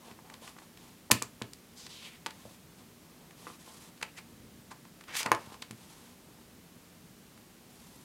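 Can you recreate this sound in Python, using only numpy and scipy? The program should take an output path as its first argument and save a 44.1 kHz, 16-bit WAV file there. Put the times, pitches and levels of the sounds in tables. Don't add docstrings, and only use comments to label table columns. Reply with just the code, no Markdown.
import sys
import numpy as np
from scipy import signal
from scipy.fft import rfft, irfft, next_fast_len
from scipy.io import wavfile

SR = 44100
rng = np.random.default_rng(int(sys.argv[2]) if len(sys.argv) > 2 else 0)


def master_out(mix):
    frames = np.transpose(np.atleast_2d(mix))
    ceiling = np.clip(frames, -1, 1)
    pcm = np.round(ceiling * 32767).astype(np.int16)
    wavfile.write(sys.argv[1], SR, pcm)


N = 354561

# frequency in Hz, relative level in dB.
ROOM_TONE_EQ = [(12, -56), (20, -16), (43, -10), (146, -5.5), (177, 0), (210, -7.5), (234, 1.5), (262, -7),
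                (293, -7), (422, -11), (499, -13), (660, -16.5), (1480, -20), (14700, -27), (16000, -33.5)]
# frequency in Hz, level against the dry sound in dB, t60 in seconds.
REVERB_BANDS = [(118, -6, 0.19), (400, -3, 0.28), (1000, -6, 0.18), (2530, -7.5, 0.26), (6000, -13, 0.23),
                (14000, -13, 0.19)]

# start in seconds, length in seconds, mid-stroke level in dB, tilt in dB per octave.
RUB_STROKES = [(0, .16, -58.5, -3), (.23, 0.18, -60, -5.5), (0.403, .14, -55, -1), (0.556, .12, -64, -1),
               (0.757, 0.21, -62, -1), (2.331, 0.26, -60.5, 0), (2.76, 0.082, -60.5, -2),
               (3.001, 0.42, -68.5, -6), (3.36, .22, -55.5, 0), (3.58, 0.34, -56, .5),
               (5.224, 0.092, -42, -8.5), (5.33, 0.26, -54.5, -2.5), (5.751, 0.41, -59.5, 0),
               (6.198, 0.26, -68.5, -3), (7.679, 0.43, -62, 2)]
# start in seconds, length in seconds, level in dB.
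SLIDE_SURGES = [(1.757, 0.14, -52), (1.883, 0.15, -51), (2.006, 0.11, -49.5), (2.09, .11, -58.5)]
# frequency in Hz, relative level in dB.
RUB_EQ = [(100, -25), (500, -1.5), (950, 9.5), (1600, -1.5), (3500, 3), (5000, 0.5), (8000, 0),
          (12000, -2.5), (16000, -48)]
SLIDE_EQ = [(100, -23), (500, -6), (1000, 5), (1600, -2), (3000, 3), (5500, -0.5), (8000, -0.5),
            (12000, -6), (16000, -28)]
PULL_EQ = [(100, -9), (600, 5), (900, 7.5), (1400, 7.5), (2150, 10), (3500, 2.5), (7500, -7.5),
           (11000, -14.5), (16000, -31)]
PAPER_EQ = [(60, -8), (300, -8), (700, -0.5), (1100, 4), (1600, 4.5), (2500, 5), (3400, 2), (4500, 4),
            (5600, 0.5), (7500, 2.5), (11000, -4), (16000, -17.5)]

# frequency in Hz, relative level in dB, t60 in seconds.
BLOCK_MODES = [(122.6, 2.5, 0.12), (184, -7, 0.044), (231, 12, 0.043), (366, -1.5, 0.057), (417, -18, .035)]
BOARD_MODES = [(376, 3, 0.013), (790, -31, .025), (1006, 11, 0.015), (1194, 4.5, 0.018), (1480, -3, 0.024),
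               (1640, 0.5, 0.019), (2098, -2, 0.03), (7200, 9, 0.0023)]
# start in seconds, level in dB over 10 ms.
THUMP_CUES = [(.114, -48.5), (1.1201, -26), (1.226, -44), (1.4171, -36.5), (2.454, -48.5), (5.262, -41),
              (5.318, -33.5), (5.473, -47), (5.708, -43), (5.726, -51)]
# start in seconds, level in dB over 10 ms,
# contact time in ms, pitch ratio of the modes, chatter decay in ms.
KNOCK_CUES = [(.082, -54, .4, 0.42, 1.5), (.190, -53.5, 0.25, 0.98, 1.5), (.421, -54.5, .25, 0.55, 1.5),
              (0.478, -52, .18, 1.2, 1.5), (.566, -55, 0.18, 1.2, 1.5), (.620, -55.5, .25, 0.96, 3.5),
              (1.1028, -32.5, 0.59, 0.84, 10), (1.1145, -25.5, 0.082, 1.06, 1.9),
              (1.2202, -36.5, 0.077, 1.13, 4.5), (1.416, -41.5, 0.14, 1.03, 2.4),
              (2.2654, -42.5, 0.75, 0.97, 1.5), (2.4535, -47, 0.94, .56, 1.3), (3.469, -42, 0.26, 1.2, 7),
              (3.501, -53, 0.37, 1.16, 1.5), (3.678, -51.5, 0.75, .99, 3), (4.0309, -45, 0.11, 0.97, 2),
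              (4.716, -45, 0.16, 0.95, 9), (5.26, -31.5, 0.15, 1.16, 19), (5.3174, -18.5, 0.045, 1.04, 2.2),
              (5.3194, -30.5, .07, 1.3, 5.9), (5.521, -49, 1, 1.05, 1.8)]
# time in seconds, level in dB over 10 ms, crease resonance in Hz.
CRINKLE_CUES = [(0.114, -52.5, 500), (0.3007, -50.5, 1900), (.341, -49.5, 3730), (0.4775, -50, 3020),
                (.588, -51, 1100), (.775, -55.5, 3200), (1.867, -46.5, 4430), (2.3077, -49.5, 4000),
                (3.310, -57, 2200), (3.978, -59, 4000), (4.853, -56, 1000), (5.011, -52, 1700),
                (5.040, -56.5, 3000), (5.0837, -51, 1200), (5.5442, -50.5, 1000), (7.378, -59, 1500)]
# time of fullest contact in seconds, level in dB
# over 10 ms, contact spread in ms, tilt in dB per octave, resonance of the bent sheet in Hz.
SLAP_CUES = [(1.1122, -25, 0.5, -2, 5560), (1.1162, -16, 2.3, 4.5, 2410), (1.2241, -32.5, 0.26, 3, 7200),
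             (1.4208, -39, 1.1, -2, 3420), (1.5345, -47.5, 0.97, 3.5, 4800), (2.2624, -35.5, .28, -4, 3350),
             (2.2666, -37.5, 1.6, -2, 890), (4.015, -46, 3.5, -3.5, 1400), (4.0288, -33, 2.4, -2.5, 2600),
             (4.183, -43, 14.7, -1, 2240), (4.716, -48.5, 9.4, -1, 1000), (5.1536, -37.5, 1.2, -2.5, 2100),
             (5.207, -38, .8, -4.5, 4000), (5.231, -37, 1, -0.5, 5460), (5.2624, -33, 2.4, -2.5, 2280),
             (5.3179, -30.5, 0.71, 2, 7200), (5.3273, -31.5, 0.37, -8, 1830),
             (5.3493, -38, .82, -2.5, 1110), (5.624, -40, 3.2, -1.5, 3720),
             (5.7108, -45.5, 0.75, -1.5, 10500)]


def undb(db):
    return 10 ** (np.asarray(db) / 20)


def unit(x):
    return x / np.sqrt(np.mean(x ** 2))


def hit_level(x, db):
    return x * undb(db) * np.sqrt(.01 * SR / np.sum(x ** 2))


def add(track, start_s, x):
    i = max(int(start_s * SR), 0)
    track[i:i + len(x)] += x[:max(len(track) - i, 0)]


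def octaves(hz):
    return np.log2(hz / 2000)


def curve_at(hz, points):
    point_hz, value = np.transpose(points)
    return np.interp(np.log(hz + 1), np.log(point_hz), value)


def equalise(x, curve, tilt_db=0):
    size = next_fast_len(len(x) + 2048) // 2 * 2
    hz = np.fft.rfftfreq(size, 1 / SR)
    db = curve_at(hz, curve) + tilt_db * octaves(np.maximum(hz, 700))
    cepstrum = irfft(np.log(undb(db)))
    cepstrum[1:size // 2] *= 2
    cepstrum[size // 2 + 1:] = 0
    return irfft(rfft(x, size) * np.exp(rfft(cepstrum)))[:len(x)]


def bands(x, count=17):
    centres = np.geomspace(62, 16000, count)
    spectrum, hz = rfft(x), np.fft.rfftfreq(len(x), 1 / SR)
    return [(c, irfft(spectrum * curve_at(hz, np.c_[centres, centres == c]), len(x))) for c in centres]


def wobble(n, rate):
    steps = np.arange(n) * rate / SR
    return np.interp(steps, np.arange(4096), rng.standard_normal(4096))


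def ring(modes, ratio=1, size=12000):
    t = np.arange(size) / SR
    return sum(undb(db - 60 * t / t60) * np.sin(2 * np.pi * hz * ratio * t) for hz, db, t60 in modes)


def grains(n, scatter_db):
    noise, strength = rng.standard_normal((2, 65536))[:, :n]
    return unit(noise * undb(scatter_db * strength))


def stroke(length_s, attack_s=0.019, release_s=0.037):
    t = np.arange(int(length_s * SR)) / SR
    return np.minimum(t / attack_s, 1) * np.minimum((length_s - t) / release_s, 1)


def room_tone(level_db=-56, waver_db=0.46):
    bed = unit(equalise(rng.standard_normal(N), ROOM_TONE_EQ))
    rumble = signal.sosfilt(signal.butter(2, 450, fs=SR, output="sos"), bed)
    waver = undb(waver_db * wobble(N, rate=12)) - 1
    return (bed + rumble * waver) * undb(level_db)


def reverb(x, build_s=0.0012, size=22050):
    t, table, tail = np.arange(size) / SR, np.array(REVERB_BANDS), 0
    for hz, band in bands(rng.standard_normal(size)):
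        wet_db, t60 = curve_at(hz, table[:, [0, 1]]), curve_at(hz, table[:, [0, 2]])
        fade = (1 - np.exp(-t / build_s)) * undb(-60 * t / t60)
        tail += band * fade / np.sqrt(np.sum(fade ** 2)) * undb(wet_db)
    return x + signal.fftconvolve(x, tail)[:N]


def spine_shuffle(start_s=4.13, length_s=0.58, level_db=-57.5):
    out = np.zeros(N)
    swell = np.sin(np.linspace(0, np.pi, int(length_s * SR)))
    slips = grains(len(swell), scatter_db=0.5)
    murmur = signal.fftconvolve(slips, ring(BLOCK_MODES))[:len(swell)]
    add(out, start_s, unit(murmur) * swell * undb(level_db))
    return out


def friction(envelope, tilt_db, curve, scatter_db, catch_db):
    slips = equalise(grains(len(envelope), scatter_db), curve)
    hiss, power = 0, 0
    for hz, band in bands(slips):
        gain = undb(tilt_db * octaves(max(hz, 700)))
        hiss += gain * band
        power += gain ** 2 * np.mean(band ** 2)
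    catch = undb(catch_db * wobble(len(envelope), rate=120))
    return unit(hiss / np.sqrt(power)) * envelope * catch


def page_rubs(swell_db=5):
    out = np.zeros(N)
    for start_s, length_s, db, tilt_db in RUB_STROKES:
        push = stroke(length_s)
        arc = np.sin(np.linspace(0, np.pi, len(push)))
        envelope = undb(db + swell_db * (arc - 1)) * push
        add(out, start_s, friction(envelope, tilt_db, RUB_EQ, scatter_db=3.0, catch_db=2.3))
    return out


def cover_slide(start_hz=6300, sink_octaves_per_s=3.8, width_octaves=0.55, peak_db=11, catch_db=1.0):
    out = np.zeros(N)
    for start_s, length_s, db in SLIDE_SURGES:
        surge = stroke(length_s)
        elapsed = start_s - SLIDE_SURGES[0][0] + np.arange(len(surge)) / SR
        centre_hz = start_hz * 2 ** (-sink_octaves_per_s * elapsed)
        slips = equalise(grains(len(surge), scatter_db=3.0), SLIDE_EQ)
        hiss = 0
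        for hz, band in bands(slips, count=33):
            bell = np.exp(-.5 * (np.log2(hz / centre_hz) / width_octaves) ** 2)
            hiss += band * undb(peak_db * bell)
        add(out, start_s, unit(hiss) * surge * undb(db + catch_db * wobble(len(surge), rate=90)))
    return out


def jacket_pull(start_s=5.07, length_s=0.195, whip_s=5.187, whip_width_s=0.026, gain_db=-34):
    out, grip = np.zeros(N), stroke(length_s)
    t = start_s + np.arange(len(grip)) / SR
    whip = np.exp(-.5 * ((t - whip_s) / whip_width_s) ** 2)
    speed = undb(-15.5) + whip
    tilt_db = 7 + 0.5 * 20 * np.log10(speed)
    envelope = undb(gain_db) * grip * speed
    add(out, start_s, friction(envelope, tilt_db, PULL_EQ, scatter_db=2.5, catch_db=2.0))
    return out


def block_thumps(detune=0.034, low_cut_hz=110):
    out = np.zeros(N)
    low_cut = signal.butter(2, low_cut_hz, "high", fs=SR, output="sos")
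    for start_s, db in THUMP_CUES:
        body = ring(BLOCK_MODES, 1 + detune * rng.standard_normal())
        add(out, start_s, hit_level(signal.sosfilt(low_cut, body), db))
    return out


def cover_knocks(leak_hz=260, detune=0.1, rebounds=8, rebound_ms=3.8, rebound_scatter=0.211):
    out, t_ms = np.zeros(N), np.arange(256) * 1000 / SR
    leak = signal.butter(2, leak_hz, "high", fs=SR, output="sos")
    for start_s, db, contact_ms, ratio, chatter_ms in KNOCK_CUES:
        push = t_ms * np.exp(-4 * t_ms / contact_ms)
        board, late_ms = ring(BOARD_MODES, ratio, size=6000), 0
        for gap, pitch in rng.standard_normal((rebounds, 2)):
            late_ms += rebound_ms * np.exp(rebound_scatter * gap)
            touch = ring(BOARD_MODES, ratio * np.exp(detune * pitch), size=2000)
            add(board, late_ms / 1000, touch * np.exp(-late_ms / chatter_ms))
        knock = signal.sosfilt(leak, np.convolve(board, push))
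        add(out, start_s, hit_level(knock, db))
    return out


def jacket_crinkles(spread_ms=2.4):
    return [(time_s, db, spread_ms, -2.4 + 1.1 * octaves(hz), hz) for time_s, db, hz in CRINKLE_CUES]


def landing(t_ms, spread_ms):
    crowd = np.exp(-.5 * (t_ms / spread_ms) ** 2)
    contacts = grains(len(t_ms), scatter_db=5.0) * crowd
    for _ in range(3):
        flat_spectrum = np.exp(1j * np.angle(rfft(contacts)))
        contacts = irfft(flat_spectrum) * np.sqrt(crowd)
    return unit(contacts)


def paper_cracks(cues, size=8192, settle_db=-12, settle_s=0.01, flex_db=2, flex_q=3.4):
    out = np.zeros(N)
    t = (np.arange(size) - size // 4) / SR
    for time_s, db, spread_ms, tilt_db, flex_hz in cues:
        settling = grains(size, scatter_db=7.5) * (t > 0) * np.exp(-abs(t) / settle_s)
        contacts = landing(1000 * t, spread_ms)
        flex = signal.lfilter(*signal.iirpeak(flex_hz, flex_q, fs=SR), contacts)
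        sheet = unit(contacts + undb(flex_db) * flex) + undb(settle_db) * unit(settling)
        add(out, time_s + t[0], hit_level(equalise(sheet, PAPER_EQ, tilt_db), db))
    return out


def scene():
    hits = paper_cracks(SLAP_CUES + jacket_crinkles()) + cover_knocks() + block_thumps()
    rubbing = spine_shuffle() + page_rubs() + jacket_pull() + cover_slide()
    return (reverb(hits + rubbing) + room_tone())[None]


def record(dry):
    bass_cut = signal.butter(2, 45, "high", fs=SR, output="sos")
    top_cut = signal.ellip(10, .2, 70, 16000, fs=SR, output="sos")
    return signal.sosfilt(top_cut, signal.sosfilt(bass_cut, dry))


dry = scene()
out = record(dry)
master_out(out)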